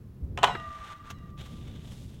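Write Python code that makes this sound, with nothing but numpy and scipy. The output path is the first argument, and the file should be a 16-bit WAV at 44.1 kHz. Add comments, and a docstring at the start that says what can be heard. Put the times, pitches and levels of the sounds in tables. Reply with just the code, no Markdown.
"""Wind rumbles on the microphone throughout, as shaped noise with gusts, deep buffets and a faint hiss.
A snowboard clips a steel pipe rail and slams onto it: its modes clack, noise cracks and an echo returns.
The pipe rings in tones that bloom late, sink slightly in pitch and beat; the base slaps down and scrapes along.
The edge scuffs off the rail's end in bursts of grains, then the board lands and glides away
in crunching, spraying snow made of dense clicks."""
import sys
import numpy as np
from scipy import signal
from scipy.fft import rfft, irfft
from scipy.io import wavfile
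from scipy.ndimage import uniform_filter1d

SR = 44100
rng = np.random.default_rng(int(sys.argv[2]) if len(sys.argv) > 2 else 0)


def digitize_waveform(pressure):
    """Quantize a signal to 16-bit integers and store it at the path in sys.argv[1].

    Rows of a 2-D input are taken as channels; values are limited to [-1, 1].
    """
    field = np.atleast_2d(pressure).T
    bounded = np.clip(field, -1, 1)
    quanta = np.round(bounded * 32767).astype(np.int16)
    wavfile.write(sys.argv[1], SR, quanta)


N = 97020

# blows of board on rail: t/s, relative clack level/dB, relative crack level/dB
BLOWS = [(0.3753, -15.5, -8), (0.3782, -15, -19), (.3877, -34, -11), (0.4273, -11, -38), (0.431, -5, 5),
         (0.4373, 2.5, 2.5), (0.4426, -8, 7.5), (0.4738, -15, -11.5), (.6, -40, -23.5)]


def undb(db):
    """Decibels to gain."""
    return 10 ** (np.asarray(db) / 20)


def clock():
    """Time of every sample in seconds."""
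    return np.arange(N) / SR


def curve(rows, axis=1):
    """Gain from one dB column of a time table, silent outside it."""
    rows = np.array(rows)
    level_db = np.interp(clock(), rows[:, 0], rows[:, axis], left=-np.inf, right=-np.inf)
    return undb(level_db)


def fade(t60):
    """Exponential decay that falls 60 dB in t60 seconds."""
    return np.exp(-np.log(1000) * clock() / max(t60, 1e-3))


def delay(x, s):
    """The same sound s seconds later."""
    silence = np.zeros(max(int(s * SR), 0))
    return np.concatenate([silence, x])[:N]


def ring(x, response):
    """Play a drive through a response."""
    return signal.fftconvolve(x, response)[:N]


def colour(x, points):
    """Causal minimum-phase filter of unit power that follows (f/Hz, level/dB) points."""
    hz, db = np.array(points).T
    size = 8192
    bin_hz = np.arange(size // 2 + 1) * SR / size
    gain = undb(np.interp(np.log(bin_hz + 1), np.log(hz), db))
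    # fold the cepstrum forward in time so that the response starts at once
    cepstrum = irfft(np.log(gain))
    cepstrum[1:size // 2] *= 2
    cepstrum[size // 2 + 1:] = 0
    response = irfft(np.exp(rfft(cepstrum)))
    return ring(x, response / np.linalg.norm(response))


def walk(rate):
    """Smoothed noise with a spread of 1; a higher rate in Hz wanders faster."""
    width = max(int(SR / rate), 1)
    smooth = uniform_filter1d(rng.standard_normal(N), width)
    smooth = uniform_filter1d(smooth, width)
    return smooth / smooth.std()


def grains(rate, spread_db):
    """Random clicks of uneven size, about rate per second, scaled to a spread of 1."""
    hits = rng.random(N) < rate / SR
    sizes = rng.standard_normal(N)
    boost = undb(spread_db * np.minimum(rng.exponential(size=N), 5))
    clicks = hits * sizes * boost
    return clicks / clicks.std()


def wind():
    """Gusts and deep buffets press on the microphone as low noise, over a faint steady hiss."""
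    # wind strength: t/s, level/dB
    gusts = [(0, -46.5), (.205, -46), (.235, -38), (.28, -37.5), (.4, -39.5), (.5, -41.5), (.61, -45),
             (.75, -53), (.87, -52.5), (1.05, -49), (1.25, -44), (1.45, -44), (1.6, -39.5), (1.85, -43.5),
             (2.12, -44), (2.2, -46)]
    # spectrum of the rumble: f/Hz, relative level/dB
    rumble_colour = [(15, -10.5), (30, -13), (65, -2), (130, -3), (210, -9.5), (320, -18.5), (500, -26.5),
                     (1000, -47), (3000, -79)]
    # single deep buffets: t/s, level/dB
    buffet_peaks = [(.245, -32), (.605, -42.5), (.69, -45), (0.811, -45.5), (1.35, -41)]
    # spectrum of a buffet: f/Hz, relative level/dB
    buffet_colour = [(15, -22), (40, -5), (75, 3.5), (120, -14), (250, -42), (600, -71)]
    # spectrum of the hiss: f/Hz, relative level/dB
    hiss_colour = [(300, -5), (1000, 5), (2500, -5), (6000, -11.5), (9800, -16), (11100, -7.5),
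                   (12300, -13), (15500, -9.5)]
    buffet_s, hiss_db = 0.02, -70  # buffet half-width at 1/e, hiss level

    flutter = undb(1.1 * walk(rate=31))
    rumble = curve(gusts) * flutter * colour(rng.standard_normal(N), rumble_colour)
    swell = sum(undb(db) * np.exp(-((clock() - s) / buffet_s) ** 2) for s, db in buffet_peaks)
    buffets = swell * colour(rng.standard_normal(N), buffet_colour)
    hiss = undb(hiss_db) * colour(rng.standard_normal(N), hiss_colour)
    return rumble + buffets + hiss


def snow():
    """Packed snow crunches under the landing in dense clicks; the edge throws a finer, brighter spray."""
    # board in snow: t/s, crunch level/dB, spray level/dB
    contact = [(1.368, -69.5, -86), (1.382, -48, -64), (1.41, -48.5, -64), (1.44, -51.5, -62),
               (1.47, -57, -66.5), (1.51, -55.5, -64.5), (1.63, -57, -68), (1.69, -55, -68.5),
               (1.76, -57.5, -72), (1.92, -56, -60.5), (2.04, -62, -62.5), (2.1, -62.5, -66),
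               (2.2, -62, -70.5)]
    # spectrum of the crunch: f/Hz, relative level/dB
    crunch_colour = [(200, 5), (500, 1), (1200, -8), (2400, -7), (3600, -0.5), (4600, -18), (7000, -18),
                     (10000, -38), (15500, -34)]
    # spectrum of the spray: f/Hz, relative level/dB
    spray_colour = [(1000, -17), (3500, 2.5), (5000, 0.5), (8000, -1.5), (11500, -6.5), (15500, -15.5)]

    crunch = curve(contact, axis=1) * colour(grains(rate=3500, spread_db=1.5), crunch_colour)
    spray = curve(contact, axis=2) * colour(grains(rate=20000, spread_db=0.0), spray_colour)
    return (crunch + spray) * undb(1.15 * walk(rate=52))


def scuffs():
    """The edge catches and rips out short bursts of bright grains."""
    # scuffs off the rail's end, then through crusts of snow: t/s, relative level/dB, t60/s
    catches = [(1.1005, -39.5, 0.057), (1.109, -43.5, 0.02), (1.185, -53, 0.013), (1.301, -59.5, 0.025),
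               (1.409, -49.5, 0.047), (1.457, -53.5, 0.096), (1.677, -50.5, 0.027), (1.757, -54, 0.037),
               (1.917, -57.5, .05)]
    # spectrum of a scuff: f/Hz, relative level/dB
    scuff_colour = [(200, -20), (500, -5.5), (1200, 2), (2500, -3.5), (3500, -2.5), (4500, -14.5),
                    (6500, -9), (9000, -21.5), (15500, -22)]
    attack_s = 0.002  # time constant of the onset

    onset = 1 - np.exp(-clock() / attack_s)
    envelope = sum(undb(db) * delay(onset * fade(t60), s) for s, db, t60 in catches)
    return 2 * colour(envelope * grains(rate=12000, spread_db=1.0), scuff_colour)


def slide():
    """The base catches and slips on the steel in tiny uneven jerks."""
    # scrape of the base along the rail: t/s, level/dB
    friction = [(.44, -35), (.48, -48), (.63, -56), (.74, -52.5), (.82, -52.5), (.86, -49.5), (.925, -47.5),
                (.95, -58), (1.0, -61), (1.04, -61), (1.07, -52.5), (1.1, -54.5), (1.125, -59),
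                (1.16, -69.5), (1.3, -65.5), (1.36, -91)]
    # spectrum of the scrape: f/Hz, relative level/dB
    scrape_colour = [(200, -12.5), (600, -7), (1400, 2), (2400, -6.5), (3600, -7), (4600, -17.5),
                     (6500, -17.5), (10000, -26.5), (15500, -39)]

    unevenness = undb(0.73 * walk(rate=70))
    return curve(friction) * unevenness * colour(grains(rate=7000, spread_db=0.5), scrape_colour)


def slap():
    """A dull, woody knock of decaying noise as the whole base comes down flat after the slam."""
    # spectrum of the slap: f/Hz, relative level/dB
    slap_colour = [(200, -21), (400, 8), (700, -12.5), (1000, 0.5), (1350, 6), (1950, -1.5), (2500, -11),
                   (4000, -14.5), (6000, -39), (15000, -45)]
    slap_s, slap_db, slap_t60_s = 0.5508, -27, 0.046

    burst = fade(slap_t60_s) * rng.standard_normal(N)
    return undb(slap_db) * colour(delay(burst, slap_s), slap_colour)


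def pipe(scrape):
    """Waves near a wall mode travel slowest, so tones bloom late and sink; the routes waver and beat together."""
    # pitches that the wall modes sink to: f/Hz
    mode_hz = [640, 1175, 1892, 2782, 3810, 5200, 6300, 7750]
    # ring of each wall mode: relative level/dB, t60/s of its exponential part, sag/(Hz s^2), width/Hz
    modes = [(-14.5, 1.42, .6, 77), (-2, 2.215, .82, 38.7), (-13, 1.21, .35, 110), (-2.5, 0.41, 0.298, 64),
             (-12, 0.39, 0.38, 230), (-24, 0.39, .3, 260), (-26, 0.28, 0.27, 250), (-24.5, 0.32, 0.33, 230)]
    # routes to and fro along the pipe: length relative to the shortest, relative level/dB
    routes = [(1, 0), (1.44, -10), (1.83, -4.5), (2.8, -4), (6.5, -13)]
    # jolts that set the pipe ringing: t/s, relative level/dB, brightness/(dB per octave from 1 kHz)
    jolts = [(0.378, -28, 6), (.44, 0.5, 0), (0.553, -25, -1.5), (1.106, -21.5, 0)]
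    ring_db, slide_ring_db = -35, -18  # whole ring, and the share driven by the scrape
    waver_us, waver_rate = 45, 45  # spread of the timing in microseconds, wander in Hz

    t = clock() + 1 / SR
    struck, response = np.zeros(N), np.zeros(N)
    for hz, (db, t60, sag, width_hz) in zip(mode_hz, modes):
        tone = np.zeros(N)
        for length, route_db in routes:
            # early waves lie far above the mode and are weak
            above_hz = sag * length ** 2 / t ** 2
            bloom = np.exp(-above_hz / width_hz)
            wavering = t + waver_us * 1e-6 * walk(rate=waver_rate)
            # as a phase, this minus sign makes a pitch that sinks to hz from above
            tone += undb(route_db) * bloom * np.sin(2 * np.pi * (hz - above_hz) * wavering)
        tone *= undb(db) * fade(t60) / np.sqrt(t)  # the wave also spreads out in time
        response += tone
        octaves = np.log2(hz / 1000)
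        struck += sum(undb(jolt_db + bright_db * octaves) * delay(tone, s) for s, jolt_db, bright_db in jolts)
    scraped = undb(slide_ring_db) * ring(scrape, response)
    return undb(ring_db) * (struck + scraped)


def clack():
    """Each blow adds energy to the board's modes, which ring on as decaying sines."""
    # pitches of the board's modes: f/Hz
    mode_hz = [402, 570, 654, 725, 766, 812, 833, 883, 940, 1016, 1130, 1263, 1382, 1470, 1880, 2045, 2440,
               2797, 3026, 3178, 3590]
    # ring of each mode: relative level/dB, t60/s
    modes = [(-4.5, 0.084), (-11, 0.095), (-6, 0.06), (-6, .11), (-6.5, 0.1), (-7, 0.126), (-28, 0.44),
             (-4.5, .16), (-14, .16), (1, 0.12), (-10, 0.29), (-7.5, 0.25), (-11.5, .12), (-12, 0.34),
             (-7.5, 0.085), (-15, 0.1), (-2, 0.024), (-1, 0.033), (-7.5, 0.21), (-15, 0.043),
             (-25.5, 0.032)]
    clack_db = -23.5  # level of the whole clack

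    body = np.zeros(N)
    for hz, (db, t60) in zip(mode_hz, modes):
        decay = fade(t60)
        energy = sum(delay((undb(blow_db) * decay) ** 2, s) for s, blow_db, _ in BLOWS)
        envelope = uniform_filter1d(np.sqrt(energy), size=24)  # soften the onsets
        body += undb(db) * envelope * np.sin(2 * np.pi * (hz * clock() + rng.random()))
    return undb(clack_db) * body


def crack():
    """Each blow bursts into short coloured noise with a quieter, longer tail."""
    # spectrum of the crack: f/Hz, relative level/dB
    crack_colour = [(150, -26.5), (350, -2), (900, 9), (1700, -4), (3300, -1.5), (4800, -19), (7200, -17.5),
                    (10000, -30), (15500, -39)]
    crack_db, crack_t60_s = -16.5, 0.018
    tail_db, tail_t60_s = -21.5, 0.28  # tail level relative to the crack

    shape = fade(crack_t60_s) + undb(tail_db) * fade(tail_t60_s)
    bursts = sum(undb(db) * delay(shape * rng.standard_normal(N), s) for s, _, db in BLOWS)
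    return undb(crack_db) * colour(bursts, crack_colour)


def clank():
    """Clack and crack sound together, and the pipe's end sends them back duller and smeared."""
    echo_s, echo_db, echo_hz, echo_t60_s = 0.036, -11.5, 1600, 0.13  # delay, level, lowpass, smear

    direct = clack() + crack()
    dull = signal.sosfilt(signal.butter(2, echo_hz, fs=SR, output="sos"), direct)
    smear = fade(echo_t60_s) * rng.standard_normal(N)
    echo = ring(dull, smear / np.linalg.norm(smear))
    return direct + undb(echo_db) * delay(echo, echo_s)


def scene():
    """Blows and scrape both ring the pipe; snow and wind lie around them."""
    scrape = slide()
    surroundings = wind() + snow()
    board_on_rail = scuffs() + scrape + slap() + pipe(scrape) + clank()
    return (surroundings + board_on_rail)[None]


def record(dry):
    """The recorder rounds the tallest peaks and cuts the top."""
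    ceiling, top_hz = 0.55, 16000  # full-scale fraction, cutoff in Hz
    rounded = dry / (1 + (dry / ceiling) ** 4) ** 0.25
    return signal.sosfilt(signal.ellip(10, 0.2, 70, top_hz, fs=SR, output="sos"), rounded)


dry = scene()
out = record(dry)
digitize_waveform(out)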